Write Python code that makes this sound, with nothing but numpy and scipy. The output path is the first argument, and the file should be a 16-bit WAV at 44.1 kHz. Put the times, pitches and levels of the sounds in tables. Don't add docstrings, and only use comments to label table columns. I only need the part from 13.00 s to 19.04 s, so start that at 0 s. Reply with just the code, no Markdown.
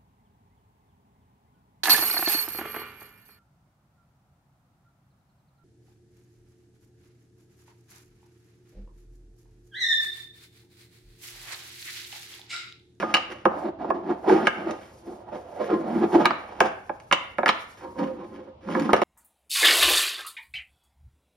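import sys
import numpy as np
from scipy import signal
from scipy.fft import rfft, irfft
from scipy.io import wavfile
from scipy.ndimage import uniform_filter1d

SR = 44100
rng = np.random.default_rng(int(sys.argv[2]) if len(sys.argv) > 2 else 0)


def unload_audio(sound):
    columns = np.transpose(np.atleast_2d(sound))
    steps = np.round(np.clip(columns, -1, 1) * 32767)
    wavfile.write(sys.argv[1], SR, steps.astype(np.int16))


N = 266212

# time in seconds, level in dB, extra grit gain in dB.
ROLLS = [
    [(0.0, -28, -2), (0.048, -25.5, -13), (0.13, -36.5, -5)],
    [(0.2, -49, 8), (0.354, -45.5, -4), (0.44, -69, 12), (0.445, -56, -3)],
    [(0.5, -32.5, -24), (0.69, -29.5, -49), (0.734, -85, -19), (0.798, -38, -33), (0.812, -40.5, -35),
     (0.895, -31.5, -31)],
    [(0.94, -29.5, -27), (1.024, -43, -18), (1.104, -24.5, -34), (1.21, -47.5, -37), (1.27, -21.5, -23),
     (1.29, -17.5, -10), (1.35, -17.5, -14.5), (1.438, -24.5, -14), (1.46, -32.5, 5)],
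    [(1.52, -57, 1), (1.582, -33, -16), (1.7, -25, -18), (1.91, -73, 19.5), (1.92, -48, -14),
     (2.002, -66.5, 5), (2.078, -36, -25), (2.26, -49.5, -41)],
    [(2.27, -44.5, -25), (2.35, -30.5, -11.5), (2.41, -45, -16), (2.506, -42, -13), (2.622, -24.5, -16),
     (2.67, -35, -4.5)],
    [(2.68, -32.5, -8.5), (2.702, -23.5, -30), (2.83, -34, -41), (2.93, -24, -27), (2.985, -22, -18),
     (3.036, -21, -26), (3.06, -27.5, -28), (3.08, -37, -31)],
    [(3.09, -37, -38), (3.128, -28, -14), (3.158, -15.5, -23), (3.18, -18, -22), (3.215, -16.5, -14.5),
     (3.24, -23, -13)],
    [(3.33, -36, -4.5), (3.374, -43, -9), (3.59, -40, -9)],
    [(3.615, -32, -1.5), (3.638, -22, -4.5), (3.736, -53.5, 2), (3.76, -53, -17)],
    [(4.77, -58.5, 13.5), (4.815, -43, 1.5), (4.83, -41.5, -11), (4.858, -34.5, -27), (4.936, -48, -35),
     (4.992, -29, -14), (5.044, -24, -24), (5.148, -41.5, -17), (5.165, -42, -21.5), (5.19, -36, -20),
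     (5.25, -39, -18), (5.28, -46.5, -17.5), (5.3, -42.5, -21), (5.36, -43, -9), (5.4, -41.5, -12.5),
     (5.44, -52.5, -1.5), (5.486, -37.5, -29), (5.535, -55, -33), (5.56, -69, -21), (5.6, -78, -24)],
    [(5.61, -58.5, -3.5), (5.64, -50, -2), (5.674, -30.5, -10), (5.74, -28.5, -8), (5.765, -25.5, -14.5),
     (5.81, -28, -9), (5.87, -28.5, -13), (5.925, -32, -12)],
    [(5.96, -33, 6.5), (5.988, -42, 1.5), (6.035, -26.5, -7)],
]
# time in seconds, boost in dB.
JOLTS = [(0.32, 12.5), (0.672, 1.5), (0.819, 8), (0.851, 8.5), (1.106, -0.5), (2.608, 4), (2.705, 6.5),
         (2.735, 4.5), (3.002, -3), (3.037, 3.5), (3.153, 7), (4.841, 13.5), (4.987, 4), (5.77, 8),
         (5.84, 2.5), (5.901, 10)]
# pitch in Hz, level in dB,
# seconds to fade by 60 dB (capped by LOADED_T60_S).
BOARD_MODES = [(92.4, 13, 0.2), (177.5, -9.5, 0.19), (213.1, -5, 0.2), (243.8, -0.5, 0.1),
               (281.4, -5.5, 0.1), (306, -7.5, 0.051), (336.8, -1, 0.077), (368.3, 0, 0.073),
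               (409.4, -4.5, 0.04), (451, -6, 0.072), (479.3, -5.5, .07), (521, 2, 0.2), (556.3, -6, 0.14),
               (607.4, -2, 0.1), (656.3, 2, 0.073), (708.5, 4, 0.026), (783, 5, 0.043), (838.3, -3, 0.077),
               (943.6, 3, 0.41), (1041, 4.5, 0.14), (1118.3, 6, 0.18), (1225, 8.5, 0.23), (1390, 2, 0.11),
               (1559, 5.5, 0.14), (1667, 6.5, 0.25), (2229, 9, 0.068), (2628, 2.5, 0.018),
               (3436, 0.5, 0.0074)]
# time in seconds, low region in Hz,
# upper region in Hz, gain of the upper region in dB, gain of a top region above it in dB.
REGIONS = [(0, 335, 810, 4, 6), (.3, 285, 630, 3, 2), (.6, 298, 688, 2.5, -39),
           (1.1, 336, 663, -12.5, -43.5), (1.25, 353, 710, 9, -23), (1.31, 400, 666, -12, -24),
           (1.4, 275, 730, -5, -10), (1.7, 330, 620, -0.5, -6.5), (2.1, 340, 614, -4, -38),
           (2.31, 342, 800, 11, -17), (2.36, 363, 594, 6.5, -12), (2.43, 360, 565, 7, -12),
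           (2.52, 402, 716, 18, -12), (2.57, 402, 666, 22, -4), (2.62, 347, 563, 13.5, 8.5),
           (2.67, 405, 590, 16, -2), (2.7, 463, 615, -8, -3), (2.745, 350, 594, -14, -8.5),
           (2.85, 304, 567, 0, -25), (2.93, 214, 667, -10.5, -23), (2.99, 277, 686, -11, -16.5),
           (3.04, 352, 705, -12, -35), (3.16, 318, 690, -8, -39), (3.24, 300, 674, 4, 2.5),
           (3.4, 280, 726, 13.5, -1), (3.7, 343, 810, 4.5, -12.5), (4.8, 328, 534, -3.5, 11),
           (4.87, 342, 536, 2.5, -0.5), (5.03, 235, 512, 1, -2.5), (5.1, 266, 520, 2, -6.5),
           (5.2, 300, 510, -1, -9), (5.3, 293, 516, 6, -7.5), (5.5, 295, 520, 9, -0.5),
           (5.66, 219, 520, -13, -20.5), (5.77, 237, 530, -5, -3), (5.84, 230, 530, -12, -6),
           (5.9, 248, 525, -4, 1), (6.0, 331, 615, 7, -3)]
# time in seconds, width in octaves.
UPPER_WIDTH = [(0, 0.25), (2.4, 0.36), (2.55, 0.16), (2.7, 0.28), (4.7, 0.6), (4.8, 0.1), (5.55, 0.058),
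               (5.91, 0.047), (6.0, 0.16)]
# pitch in Hz, gain in dB.
HUM_COLOUR = [(15, -39), (25, -29.5), (50, -12.5), (101, -8), (166, -17.5), (671, -9), (786, -11),
              (897, -7.5), (1370, -16.5), (1730, -45.5), (1920, -23), (3010, -15.5), (11800, -36),
              (13500, -58)]
# start in seconds, level in dB, contact pitch in Hz, fall above that pitch
# in dB per octave, rim against boards in dB, travel time of a 700 Hz bending wave in milliseconds.
BLOWS = [(.025, -11.5, 655, 3.5, -38, 3.01), (.140, -9, 770, -2.5, 15.5, 2.9),
         (.1445, -10.5, 900, 4, 9.5, 2.17), (.152, -7.5, 1400, 19, -27, 2.93),
         (.168, -11.5, 1220, 10, 10, 3), (.181, -23, 910, 17, -2, 3), (.453, -2, 840, 11, -12.5, 2.69),
         (.462, -18, 600, 9, -35.5, 2.78), (.844, -20, 704, 15, -33, 1.15), (.902, -5.5, 764, 8, -26, 3.3),
         (1.295, -8, 636, 6, -12, 2.65), (1.470, 3.5, 1470, 8.5, -3, 2.6),
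         (1.709, -27, 1200, -12.5, 0.5, 3.6), (3.246, -9.5, 1310, 12, -7, 4.4),
         (3.255, 5.5, 1400, 3, -5, 2.14), (3.260, -12.5, 1220, 22, -24, 2.16),
         (3.306, -7.5, 1390, 17.5, -6.5, 2.16), (3.604, 2.5, 660, -1, -5.5, 3.07),
         (3.893, -17, 700, 5, -32, 3.23), (4, -32, 1900, -4.5, -1, 2.3),
         (4.112, -3.5, 1620, 18, -3.5, 3.17), (4.123, -4, 1150, 15.5, -20, 3.12),
         (4.125, -11, 1380, -2.5, 18.5, 3.33), (4.383, -7, 770, 3, -22.5, 2.77),
         (4.431, -10, 810, 4, -40.5, 2.08), (4.459, 3, 1700, 10, -8, 2.28), (4.472, -9, 1080, 9, -32, 2.87),
         (4.48, -8.5, 1200, 4.5, 9.5, 2.68), (4.489, -3, 1110, 9, 9.5, 2.88),
         (5.687, -20, 1100, 7, -23.5, 1.23), (5.750, -8, 1140, 10, -36, 1.8),
         (5.797, -26, 1000, -8.5, 9, 4), (5.891, -11, 1140, 27, -40, 1.27), (5.932, 4, 640, 1, -8.5, 0.76),
         (6.017, -7, 671, 2.5, -4, 1.44)]
# pitch in Hz, level in dB, seconds to fade by 60 dB.
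RIM_MODES = [(2403, -6.5, 0.012), (2775, -1, .009), (2947, 1, 0.014), (3407, -4.5, 0.006),
             (4134, -5, 0.009), (4706, -7, .008), (5510, -9.5, .008), (6480, -12.5, .006),
             (10400, -23.5, .004)]
# time in seconds, gain in dB.
FUR_GAIN = [(0.0, -84), (0.23, -91), (.35, -73.5), (.43, -92.5), (0.599, -64.5), (0.74, -102), (1.2, -79),
            (1.31, -66), (1.44, -75.5), (1.98, -72.5), (2.15, -72), (2.25, -93), (2.37, -75), (2.52, -77.5),
            (3.17, -68), (3.34, -80.5), (4.45, -78.5), (4.6, -70), (4.73, -71), (5.4, -85.5), (5.58, -104),
            (5.66, -85), (5.84, -68), (6.03, -89)]
# pitch in Hz, lead of the left one in radians.
PORT_LEAD = [(0, 0), (860, -.7), (2070, 0), (2580, 1.4), (3620, .6), (5600, .3), (6460, 2.9), (8870, 3.1),
             (9730, 6.1), (12300, 6.4), (22050, 6.4)]
# pitch in Hz, left minus right in dB.
PORT_TILT = [(60, -0.5), (110, 0.5), (200, -1), (360, -4), (660, -6), (1190, -6.5), (2170, 0), (3940, -3),
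             (7170, 3), (13000, -2.5)]
# pitch in Hz, seconds to fade by 60 dB.
ROOM_DECAY = [(150, 0.41), (500, 0.48), (2000, 0.54), (5000, 0.38), (12000, 0.062)]
# pitch in Hz, gain in dB.
MIC_COLOUR = [(200, 13), (5500, -15.5), (8000, -22.5), (10500, -22.5), (12400, -25.5), (13600, -36.5)]

LOADED_T60_S = 0.17


def undb(db):
    return 10 ** (np.asarray(db) / 20)


def unit(x):
    return x / np.sqrt(np.mean(x ** 2))


def shape(x, points, turn=0):
    hz = np.fft.rfftfreq(x.shape[-1], 1 / SR) + 1
    at, db = np.transpose(points)
    gain = undb(np.interp(np.log(hz), np.log(at + 1), db))
    return irfft(rfft(x) * gain * np.exp(1j * turn), x.shape[-1])


def curves(rows):
    times, *columns = np.transpose(rows)
    return [np.interp(np.arange(N) / SR, times, column) for column in columns]


def drift(rate, count=1):
    hold = int(SR / rate)
    steps = np.repeat(rng.standard_normal((count, N // hold + 1)), hold, axis=1)
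    return 1.3 * uniform_filter1d(steps, hold)[:, :N]


def even(x, hz):
    size = 2 * x.shape[-1]
    spectrum = rfft(x, size)
    mean = lambda width: np.sqrt(uniform_filter1d(np.abs(spectrum) ** 2, 1 + int(width * size / SR)))
    return irfft(spectrum * mean(30 * hz) / mean(hz), size)[..., :x.shape[-1]]


def ring(x, hz, t60):
    r = np.exp(-np.log(1000) / (t60 * SR))
    return np.sqrt(1 - r) * signal.lfilter([1, 0, -1], [1, -2 * r * np.cos(2 * np.pi * hz / SR), r * r], x)


def rumble(bumps):
    low_hz, upper_hz, upper_db, top_db = curves(REGIONS)
    hz, db, t60 = np.transpose(BOARD_MODES)[:, :, None]
    region = lambda centre_hz, octaves: np.exp(-(np.log2(hz / centre_hz) / octaves) ** 2)
    upper = undb(upper_db + 5) * region(upper_hz, curves(UPPER_WIDTH)[0])
    top = undb(top_db) * region(1.724 * upper_hz, 0.25)
    rest = 0.16 * (1 + hz / 900) ** -2.5
    wander_db = 3.5 * drift(12, count=len(BOARD_MODES))
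    shares = (region(low_hz, 0.32) + upper + top + rest) * undb(db + wander_db)
    shares /= np.sqrt((shares ** 2).sum(axis=0))
    return sum(ring(bumps * share, pitch, min(decay, LOADED_T60_S))
               for share, pitch, decay in zip(shares, hz[:, 0], t60[:, 0]))


def rolling():
    t = np.arange(N) / SR
    level_db, grit_db = curves(np.concatenate(ROLLS))
    moving = sum((t >= rows[0][0]) & (t <= rows[-1][0] + .012) for rows in ROLLS) > 0
    jolt_db = sum(db * np.exp(-((t - at) / 0.014) ** 2) for at, db in JOLTS)
    gain = undb(level_db + jolt_db + 1.78 * drift(60)[0]) * uniform_filter1d(1. * moving, size=400)
    bumps = gain * unit(rng.standard_normal(N) * undb(2.42 * rng.exponential(size=N)))
    boards = rumble(bumps)
    scratch_db = 2 * np.repeat(rng.exponential(size=N // 64 + 1), 64)[:N]
    scratches = unit(undb(scratch_db + 2.27 * drift(30)[0]))
    grit = shape(bumps * scratches * undb(grit_db),
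                 [(800, -12.5), (1600, -2), (3000, -4), (4300, -12), (5400, -6), (7500, -13),
                  (10500, -11.5), (13000, -23)])
    return undb(-6.5) * boards + undb(13.5) * grit


def hum():
    mid, side = rng.standard_normal((2, N))
    side = shape(side, [(60, -36), (300, -9), (1000, 1.5), (13000, 1)])
    return undb(-54.5) * unit(shape(np.array([mid + side, mid - side]), HUM_COLOUR))


def struck_wood(modes, contact_hz, fall_db, travel_s, t):
    hz, db, t60 = np.transpose(modes)[:, :, None]
    level_luck, pitch_luck = rng.standard_normal((2, len(modes), 1))
    age = np.maximum(t - travel_s * (700 / hz) ** 0.824, 0)
    octaves = np.log2(hz / contact_hz)
    size = undb(db + 2 * level_luck - fall_db * np.maximum(octaves, 0) + 13.2 * np.minimum(octaves, 0))
    swell = 1 - np.exp(-age * hz / 3.4)
    passing = np.exp(-age * hz / 2.07)
    ringing = 0.018 * np.exp(-np.log(1000) * age / np.minimum(t60, LOADED_T60_S))
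    tones = np.sin(2 * np.pi * hz * (1 + 0.025 * pitch_luck) * age)
    sound = (size * swell * (passing + ringing) * tones).sum(axis=0)
    return sound / np.abs(sound).max()


def blows():
    out, t = np.zeros(N + SR), np.arange(SR // 8) / SR
    glass_band = signal.butter(1, [3800, 9000], "band", fs=SR, output="sos")
    for start, db, contact_hz, fall_db, rim_db, travel_ms in BLOWS:
        boards = struck_wood(BOARD_MODES, contact_hz, fall_db, travel_ms / 1000, t)
        chatter_t60 = 0.022 * 2 ** (rim_db / 24.5)
        chatter = even(rng.standard_normal(len(t)) * undb(-60 * t / chatter_t60), hz=40)
        rim = struck_wood(RIM_MODES, contact_hz=3870, fall_db=0, travel_s=0, t=t)
        rim = signal.fftconvolve(rim, chatter)[:len(t)]
        rim /= np.abs(rim).max()
        tick = signal.sosfilt(glass_band, chatter * np.exp(-t / 0.0019) * (1 - np.exp(-t / 0.00046)))
        tick /= np.sqrt(np.sum(tick ** 2) / 60)
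        tick_db = -2 + 0.63 * rim_db - 0.77 * fall_db
        at = int(start * SR)
        out[at:at + len(t)] += undb(db) * (boards + undb(tick_db) * tick + undb(rim_db) * rim)
    return out[:N]


def fur():
    hairs = rng.standard_normal(N) * undb(1.4 * rng.exponential(size=N) + 2.6 * drift(40)[0])
    rustle = shape(unit(hairs), [(2000, 3.6), (5000, 30.5), (9000, 34.2), (14000, 30.4)])
    return rustle * undb(curves(FUR_GAIN)[0])


def mic_ports(x):
    lead = np.interp(np.fft.rfftfreq(N, 1 / SR), *np.transpose(PORT_LEAD))
    return np.array([shape(x, np.array(PORT_TILT) * [1, side], side * lead) for side in (.5, -.5)])


def room(x):
    t, early, late = np.arange(SR) / SR, 0, 0
    pitches, decays = np.transpose(ROOM_DECAY)
    for hz in 100 * 2. ** np.arange(8):
        t60 = np.interp(np.log(hz), np.log(pitches), decays)
        octave = [(hz / 2, -40), (hz / 2 ** .5, -3), (hz, 0), (hz * 2 ** .5, -3), (hz * 2, -40)]
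        mid, side = shape(rng.standard_normal((2, SR)), octave)
        side *= min(hz / 880, 1)
        band = np.array([mid + side, mid - side]) * (1 - np.exp(-t / 0.005))
        early += band * undb(21 - 60 * t / 0.035)
        late += band * undb(-60 * t / t60)
    echoes = unit(even(early, hz=20) + even(late, hz=20)) / np.sqrt(SR)
    return undb(-4.5) * signal.fftconvolve(x[None], echoes, axes=1)[:, :N]


def scene():
    bass_cut = signal.butter(4, 182, "high", fs=SR, output="sos")
    tray = signal.sosfilt(bass_cut, rolling() + blows() + fur())
    return shape(mic_ports(tray) + room(tray) + hum(), MIC_COLOUR)


def record(dry):
    quiet_db, treble_hz, top_hz = -50.5, 880, 13600
    loudness = np.sqrt(uniform_filter1d((dry ** 2).mean(axis=0), size=1800) + 1e-12)
    low = signal.sosfiltfilt(signal.butter(2, treble_hz, fs=SR, output="sos"), dry)
    dimmed = low + (dry - low) * np.minimum(loudness / undb(quiet_db), 1) ** 0.76
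    rounded = np.tanh(1.181 * dimmed) / 1.439
    return signal.sosfilt(signal.ellip(8, .2, 70, top_hz, fs=SR, output="sos"), rounded)


dry = scene()
out = record(dry)
unload_audio(out)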